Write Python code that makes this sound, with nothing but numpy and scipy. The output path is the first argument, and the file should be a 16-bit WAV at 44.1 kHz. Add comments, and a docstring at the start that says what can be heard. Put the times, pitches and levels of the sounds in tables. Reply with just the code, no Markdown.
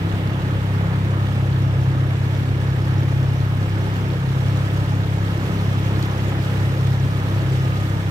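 """First you hear the booming drone of a small outboard motor pushing a boat along a canal.
It is a two-cylinder four-stroke at 2000 rpm, so it fires once per turn of its shaft. Each firing booms
in the hull and knocks the cowling (the motor's lid); the valves tick and the gears whine faintly.
The wake churns and spatters beside the boat, and the hiss of a weir (a low dam) slowly draws nearer."""
import sys
import numpy as np
from scipy import signal
from scipy.fft import rfft, irfft, next_fast_len
from scipy.io import wavfile
from scipy.ndimage import uniform_filter1d, map_coordinates

SR = 44100
rng = np.random.default_rng(int(sys.argv[2]) if len(sys.argv) > 2 else 0)


def to_wav(sig):
    """Store sig (one row per channel, or 1-D mono) as 16-bit WAV at the path in sys.argv[1].

    Samples outside -1..1 are clipped; the rate is SR.
    """
    pcm = np.clip(np.atleast_2d(sig), -1, 1) * 32767
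    pcm = np.round(pcm).astype(np.int16)
    wavfile.write(sys.argv[1], SR, pcm.T)  # frames by channels


N = 357210

# how often the motor fires: t/s, f/Hz
FIRING_RATE = [(0, 33.33), (1.7, 33.35), (3, 33.4), (3.8, 33.26), (4.8, 33.42), (5.7, 33.42), (6.8, 33.27),
               (8.1, 33.27)]
# notes that boom in the hull: multiple of the firing rate, level/dB, share of the swell,
# share of the dip, slow wander/dB, phase sway/rad
BOOM_NOTES = [(2, -34, 0.25, -0.41, 1.3, 0.11), (3, -22.5, 0.11, 0.91, 0.48, 0.071),
              (4, -24, 1.02, -0.33, 1, 0.12), (5, -32, -0.48, -0.57, 1.5, 0.19)]
# the boom swells and fades: t/s, level/dB
BOOM_SWELL = [(0, -10), (0.45, 0), (0.9, -4.5), (1.6, 3.5), (2.6, 1), (3.25, 4.5), (3.65, -1.5),
              (4.0, -5.5), (4.35, 1.5), (4.95, 0), (5.3, -6), (5.7, -0.5), (6.1, -3.5), (6.55, 0.9),
              (7.0, 3.5), (7.27, -3.5), (7.57, 5), (8.1, -6.5)]
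# the note just above the boom, at six times the firing rate: t/s, level/dB
OVERTONE_LEVEL = [(0, -37.4), (1.4, -34.7), (1.9, -42), (2.9, -39.5), (3.5, -41.8), (5.0, -41.4),
                  (5.6, -34.4), (6.8, -38), (8.1, -42)]
# weaker notes of the motor: multiple of the firing rate, level/dB
HUM_NOTES = [(1, -48), (6.5, -49), (7, -65), (7.5, -63), (8, -50), (8.5, -54), (9, -45), (9.5, -54.5),
             (10, -43), (11, -61), (12, -49.5)]
# tone colour (how strong each pitch is) of the low rumble: f/Hz, level/dB
RUMBLE_COLOUR = [(20, -21), (50, -7.5), (80, 2.5), (115, 7.5), (150, 5.5), (200, -10), (300, -13.5),
                 (600, -51.5)]
# how hard the motor shakes its cowling and mount: t/s, level/dB
SHAKE = [(0, 0.5), (1.5, 0), (2.5, 0), (3.8, 0), (4.7, -4.5), (5.5, 1.5), (6.3, -1), (8.1, -2.5)]
# where the cowling's panels ring: f/Hz, width/Hz, level/dB
COWLING_RINGS = [(245, 85, -2), (324.4, 46, 1), (486, 120, -17)]
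# where the valve cover rings: f/Hz, width/Hz, level/dB
COVER_RINGS = [(860, 88, 3.5), (1280, 54, 2), (1684, 90, 3.5), (1892, 78, 0.5), (2174, 140, -2),
               (2890, 270, -6), (3520, 400, -10.5)]
# the gears' whine and its side tones: f/Hz, relative level/dB
GEAR_TONES = [(850, -51.5), (867, -57), (1241, -45), (1289, -47.5), (1305, -49)]
# the wake heaves and settles: t/s, level/dB
WAKE_SURGE = [(0, 0.55), (1.25, 0.0), (1.7, -1.04), (2.95, -0.24), (3.55, -1.7), (3.9, 0.8), (4.27, -1),
              (4.55, 0.8), (5.1, -0.9), (5.45, 0.5), (6.55, 1.1), (6.97, -0.8), (7.3, 0.6), (8.1, -0.5)]
# tone colour of the churning water: f/Hz, level/dB
CHURN_COLOUR = [(120, -12.5), (240, 1.5), (350, -0.5), (480, -1.5), (700, -6), (1000, -7), (1500, -8.5),
                (2200, -13.5), (3300, -18), (4500, -27), (8000, -41)]
# tone colour of the spray: f/Hz, level/dB
SPRAY_COLOUR = [(600, -29), (1800, 0), (3300, 1), (4500, -3.5), (5700, -8), (7000, -8), (8400, -10),
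                (9300, -20), (11000, -10), (13000, -11.5), (15500, -18.5)]
# waves that slop against the hull: t/s, peak level/dB
HULL_SLOPS = [(3.115, -33.5), (3.97, -40), (6.33, -39)]
# the sharpest drops: t/s, relative level/dB, bubble f/Hz
SHARP_DROPS = [(0.1544, -38, 3940), (4.573, -33, 4040), (4.8444, -36, 4320), (6.0272, -25, 4220),
               (7.4194, -36, 4130)]
# tone colour of the drops: f/Hz, level/dB
DROP_COLOUR = [(1500, -25), (4000, 2), (7500, 0), (9500, -8), (15000, -9)]
# tone colour of the weir's rush: f/Hz, level/dB
WEIR_COLOUR = [(2500, -23), (4400, -6), (5500, 2.5), (6400, -3), (8500, -14), (10000, -25)]
# how alike left and right sound: f/Hz, likeness (1 = the same)
EAR_LIKENESS = [(30, 0.3), (100, 0.76), (260, 0.92), (450, 1), (870, 0.64), (1200, 0.38), (1900, 0.28),
                (3500, 0.34), (8000, 0.054)]
# how much louder left is than right: f/Hz, level/dB
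LEFT_LEVEL = [(100, .4), (250, 1.2), (400, .3), (800, -.2), (1800, -4.8), (2600, -2.7), (3500, -4.2),
              (5000, .7), (6600, 3.3), (7500, 0), (8400, -8.5), (9600, 3), (14000, -.5)]
# how much later left is than right: f/Hz, t/s
LEFT_DELAY = [(100, .0003), (500, .00022), (1700, .0003), (3000, .00019), (4500, .00015), (7000, .00019)]

DIP_AT_S, DIP_WIDTH_S, DIP_DB = 4.25, 0.13, -3.5  # one of the boom's main notes sinks once, briefly
CHURN_DB, GURGLE_DB, SPRAY_DB, WEIR_DB = -32, -43.5, -47, -58  # base levels of the water sounds
CHURN_FOLLOWS, SPRAY_FOLLOWS = 1.26, 0.92  # dB gained per dB of surge
SPUTTER_DB, SPLASH_DB, FIRING_SPRAY = 0.83, 0.73, .3  # spray: fast flicker, slower flicker, firing burst
WEIR_DB_PER_S = 0.61  # the hiss grows as the weir draws nearer
CLEARS_BANK_S, CLEARING_S, BANK_SHADOW_DB = 1.5, 0.13, -4  # the bank hides the weir at first
TOP_HZ = 15750  # the highest pitch heard


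def exhaust(shaft, flutter_db=1.25, hum_wander_db=2.5, hum_sway=0.26):
    """The firings make a stack of notes; the ringing hull delays them into a booming thud."""
    def note(multiple, db, sway):
        hz = multiple * shaft[-1] * SR / N
        hull_phase = np.angle(resonances([(105, 15, 0)], hz))  # the hull rings at 105 Hz
        drift = sway * wobble(2.547)  # echoes from the banks shift each note slowly
        return amp(db) * np.sqrt(2) * np.sin(2 * np.pi * multiple * (shaft + .434) + hull_phase + drift)
    swell_db = over_time(BOOM_SWELL)
    dip_db = DIP_DB * np.exp(-((np.arange(N) / SR - DIP_AT_S) / DIP_WIDTH_S) ** 2)
    boom = 0
    for multiple, db, swell_share, dip_share, wander_db, sway in BOOM_NOTES:
        level_db = db + swell_share * swell_db + dip_share * dip_db
        waver_db = wander_db * wobble(4) + flutter_db * wobble(26)
        boom += note(multiple, level_db + waver_db, sway)
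    overtone = note(6, over_time(OVERTONE_LEVEL) + flutter_db * wobble(18), hum_sway)
    hum = sum(note(multiple, db + hum_wander_db * wobble(3.025), hum_sway) for multiple, db in HUM_NOTES)
    rumble = stereo(rng.standard_normal((2, N)), colour(RUMBLE_COLOUR))
    return boom + overtone + amp(over_time(SHAKE)) * hum + amp(-32) * rumble


def cowling(shaft):
    """Each firing knocks the panels. The two cylinders take turns, one harder than the other."""
    hard = bursts(shaft / 2, offset=.51, decay=0.065, scatter_db=2.5)
    soft = 0.73 * bursts(shaft / 2, offset=0.0089, decay=0.08, scatter_db=3.0)
    knocks = (hard + soft) * rng.standard_normal((2, N))
    return amp(over_time(SHAKE) - 38.0) * stereo(knocks, lambda hz: resonances(COWLING_RINGS, hz))


def valves(shaft):
    """The parts that push the valves tick on their cover, once strongly and once weakly each turn."""
    strong = bursts(shaft, offset=.2, decay=0.42, scatter_db=-0.5)
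    weak = 0.3 * bursts(shaft, offset=.85, decay=0.24, scatter_db=4.5)
    ticks = (strong + weak) * rng.standard_normal((2, N))
    return amp(-41.5) * stereo(ticks, lambda hz: resonances(COVER_RINGS, hz))


def gears(shaft):
    """The gears sing thin, wavering tones whose pitch follows the shaft's speed."""
    shaft_time = shaft / shaft[-1] * N / SR
    return sum(amp(db - 3 + 5.0 * wobble(5)) * np.sin(2 * np.pi * hz * shaft_time + .5 * wobble(12))
               for hz, db in GEAR_TONES)


def wake(surge_db):
    """The wake churns and gurgles with bubbles; a wave on the hull adds a short, louder gurgle."""
    big_bubbles = bubbles(count=3500, centre_hz=879, octaves=0.907, cycles=4.6, samples=1200)
    gurgle = stereo(big_bubbles, np.ones_like)
    churn = stereo(patchy_noise(patchy_db=1.11), colour(CHURN_COLOUR))
    t = np.arange(N) / SR
    slops = sum(amp(db) * np.exp(-((t - at_s) / 0.017) ** 2) for at_s, db in HULL_SLOPS)
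    surge = amp(CHURN_FOLLOWS * surge_db)
    return surge * (amp(CHURN_DB) * churn + amp(GURGLE_DB) * gurgle) + slops * gurgle


def spray(shaft, surge_db):
    """Spray hisses and fizzes with tiny bubbles, louder as the wake surges and the weir nears."""
    fizz = bubbles(count=16000, centre_hz=6910, octaves=0.81, cycles=2.6, samples=96)
    prickle = bubbles(count=1500, centre_hz=12500, octaves=.12, cycles=16, samples=300, scatter_db=2.8)
    flicker = amp(SPUTTER_DB * wobble(34) + SPLASH_DB * wobble(14))
    # the exhaust leaves with the cooling water, so the spray sputters with the firings
    sputter = 1 + FIRING_SPRAY * bursts(shaft, offset=.87, decay=.12, scatter_db=4.5)
    hiss = patchy_noise(patchy_db=1.7) + 0.5 * fizz + 0.21 * prickle
    level_db = SPRAY_DB + WEIR_DB_PER_S * np.arange(N) / SR + SPRAY_FOLLOWS * surge_db
    return amp(level_db) * stereo(flicker * sputter * hiss, colour(SPRAY_COLOUR))


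def drops():
    """Single drops snap on the surface and each rings a tiny bubble."""
    sound = np.zeros((2, N + SR))
    t = np.arange(SR // 20) / SR
    for at_s, db, bubble_hz in SHARP_DROPS:
        snap = rng.standard_normal((2, len(t))) + np.sin(2 * np.pi * bubble_hz * t)
        start = round(at_s * SR)
        sound[:, start:start + len(t)] += amp(db - 1 - 60 * t / .012) * snap  # fades 60 dB in 12 ms
    return filtered(sound[:, :N], colour(DROP_COLOUR))


def weir():
    """The weir's rush comes out from behind the bank and grows as the boat nears it."""
    t = np.arange(N) / SR
    hidden = .5 - .5 * np.tanh((t - CLEARS_BANK_S) / CLEARING_S)
    spatter = bubbles(count=5000, centre_hz=5500, octaves=0.39, cycles=2.5, samples=96)
    rush = stereo(patchy_noise(patchy_db=2.2) + .7 * spatter, colour(WEIR_COLOUR))
    return amp(WEIR_DB + WEIR_DB_PER_S * t + BANK_SHADOW_DB * hidden) * rush


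def bubbles(count, centre_hz, octaves, cycles, samples, scatter_db=3.0):
    """Bubbles ring at random times and places, each a short tone that rises as it fades."""
    when, place, rank = rng.random((count, 3)).T[:, :, None]
    hz = np.clip(centre_hz * 2 ** (octaves * rng.standard_normal((count, 1))), centre_hz / 4, TOP_HZ)
    swings = hz * np.arange(samples) / SR
    age = swings / cycles
    strength = amp(-scatter_db * np.log(np.maximum(rank, .004)))  # many quiet, a few loud
    tone = strength * np.exp(-age) * np.sin(2 * np.pi * swings * (1 + 0.055 * age))
    index = ((when * N).astype(int) + np.arange(samples)).ravel()
    ears = np.cos(2 * np.pi * place), np.sin(2 * np.pi * place)
    return unit(np.array([np.bincount(index, (tone * ear).ravel(), N)[:N] for ear in ears]))


def bursts(turns, offset, decay, scatter_db):
    """A loudness curve that jumps once a turn and dies away; offset and decay are in turns."""
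    turn, age = np.divmod(turns + offset, 1)
    sizes = amp(scatter_db * rng.standard_normal(2048))
    return sizes[turn.astype(int)] * np.exp(-age / decay)


def patchy_noise(patchy_db):
    """Two noises with louder and softer patches scattered over time and pitch."""
    spectra = signal.stft(rng.standard_normal((2, N)), nperseg=512)[2]
    patches = uniform_filter1d(rng.standard_normal(spectra.shape[1:]), size=7, axis=0)
    patches = uniform_filter1d(patches, size=9, axis=1)
    return unit(signal.istft(spectra * amp(patchy_db * unit(patches)), nperseg=512)[1][:, :N])


def wobble(rate):
    """A smooth curve through `rate` random points a second."""
    points = rng.standard_normal(1024)
    coarse = np.arange(0, N + 64, 64)
    return np.interp(np.arange(N), coarse, map_coordinates(points, [coarse * rate / SR], mode="wrap"))


def resonances(rings, hz):
    """How strongly, and how late, a ringing part answers a shake at each frequency."""
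    return sum((-1) ** k * amp(db) * 1j * hz * width / (centre ** 2 - hz ** 2 + 1j * hz * width)
               for k, (centre, width, db) in enumerate(rings))


def stereo(pair, response):
    """Filter two unrelated signals and mix them to left and right, most alike in the low notes."""
    def mix(hz):
        angle = np.arccos(np.clip(over_pitch(EAR_LIKENESS, hz), -1, 1)) / 2
        return response(hz) * np.array([np.cos(angle), np.sin(angle)])
    mid, side = filtered(pair, mix)
    return unit(np.array([mid + side, mid - side]))


def filtered(x, response):
    """Scale and delay each frequency in x as response(hz) says."""
    size = next_fast_len(N + SR // 4, real=True)
    return irfft(rfft(x, size) * response(np.fft.rfftfreq(size, 1 / SR)), size)[..., :N]


def colour(table):
    """Turn a tone colour table into a filter response."""
    return lambda hz: amp(over_pitch(table, hz))


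def over_pitch(table, hz):
    """Read between a table's frequencies on a log scale."""
    table_hz, values = np.transpose(table)
    return np.interp(np.log(hz + 1), np.log(table_hz + 1), values)


def over_time(table):
    """Read between a table's times, one value per sample."""
    return np.interp(np.arange(N) / SR, *np.transpose(table))


def amp(db):
    """Turn decibels into a gain."""
    return 10 ** (np.asarray(db) / 20)


def unit(x):
    """Scale to an average power of 1."""
    return x / np.sqrt(np.mean(x ** 2) + 1e-20)


def scene():
    """The turning shaft times the motor's sounds, and the water plays around them."""
    shaft = np.cumsum(over_time(FIRING_RATE)) / SR  # turns so far
    surge_db = over_time(WAKE_SURGE)
    motor = exhaust(shaft) + cowling(shaft) + valves(shaft) + gears(shaft)
    return motor + wake(surge_db) + spray(shaft, surge_db) + weir() + drops()


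def record(dry):
    """The motor is to the right, so the left side hears it later and duller; the very top is cut."""
    side = np.array([[.5], [-.5]])  # left, right
    def response(hz):
        gain = amp(side * over_pitch(LEFT_LEVEL, hz))
        delay = np.exp(-2j * np.pi * hz * side * over_pitch(LEFT_DELAY, hz))
        return gain * delay * (hz < TOP_HZ)
    return filtered(dry, response)


dry = scene()
out = record(dry)
to_wav(out)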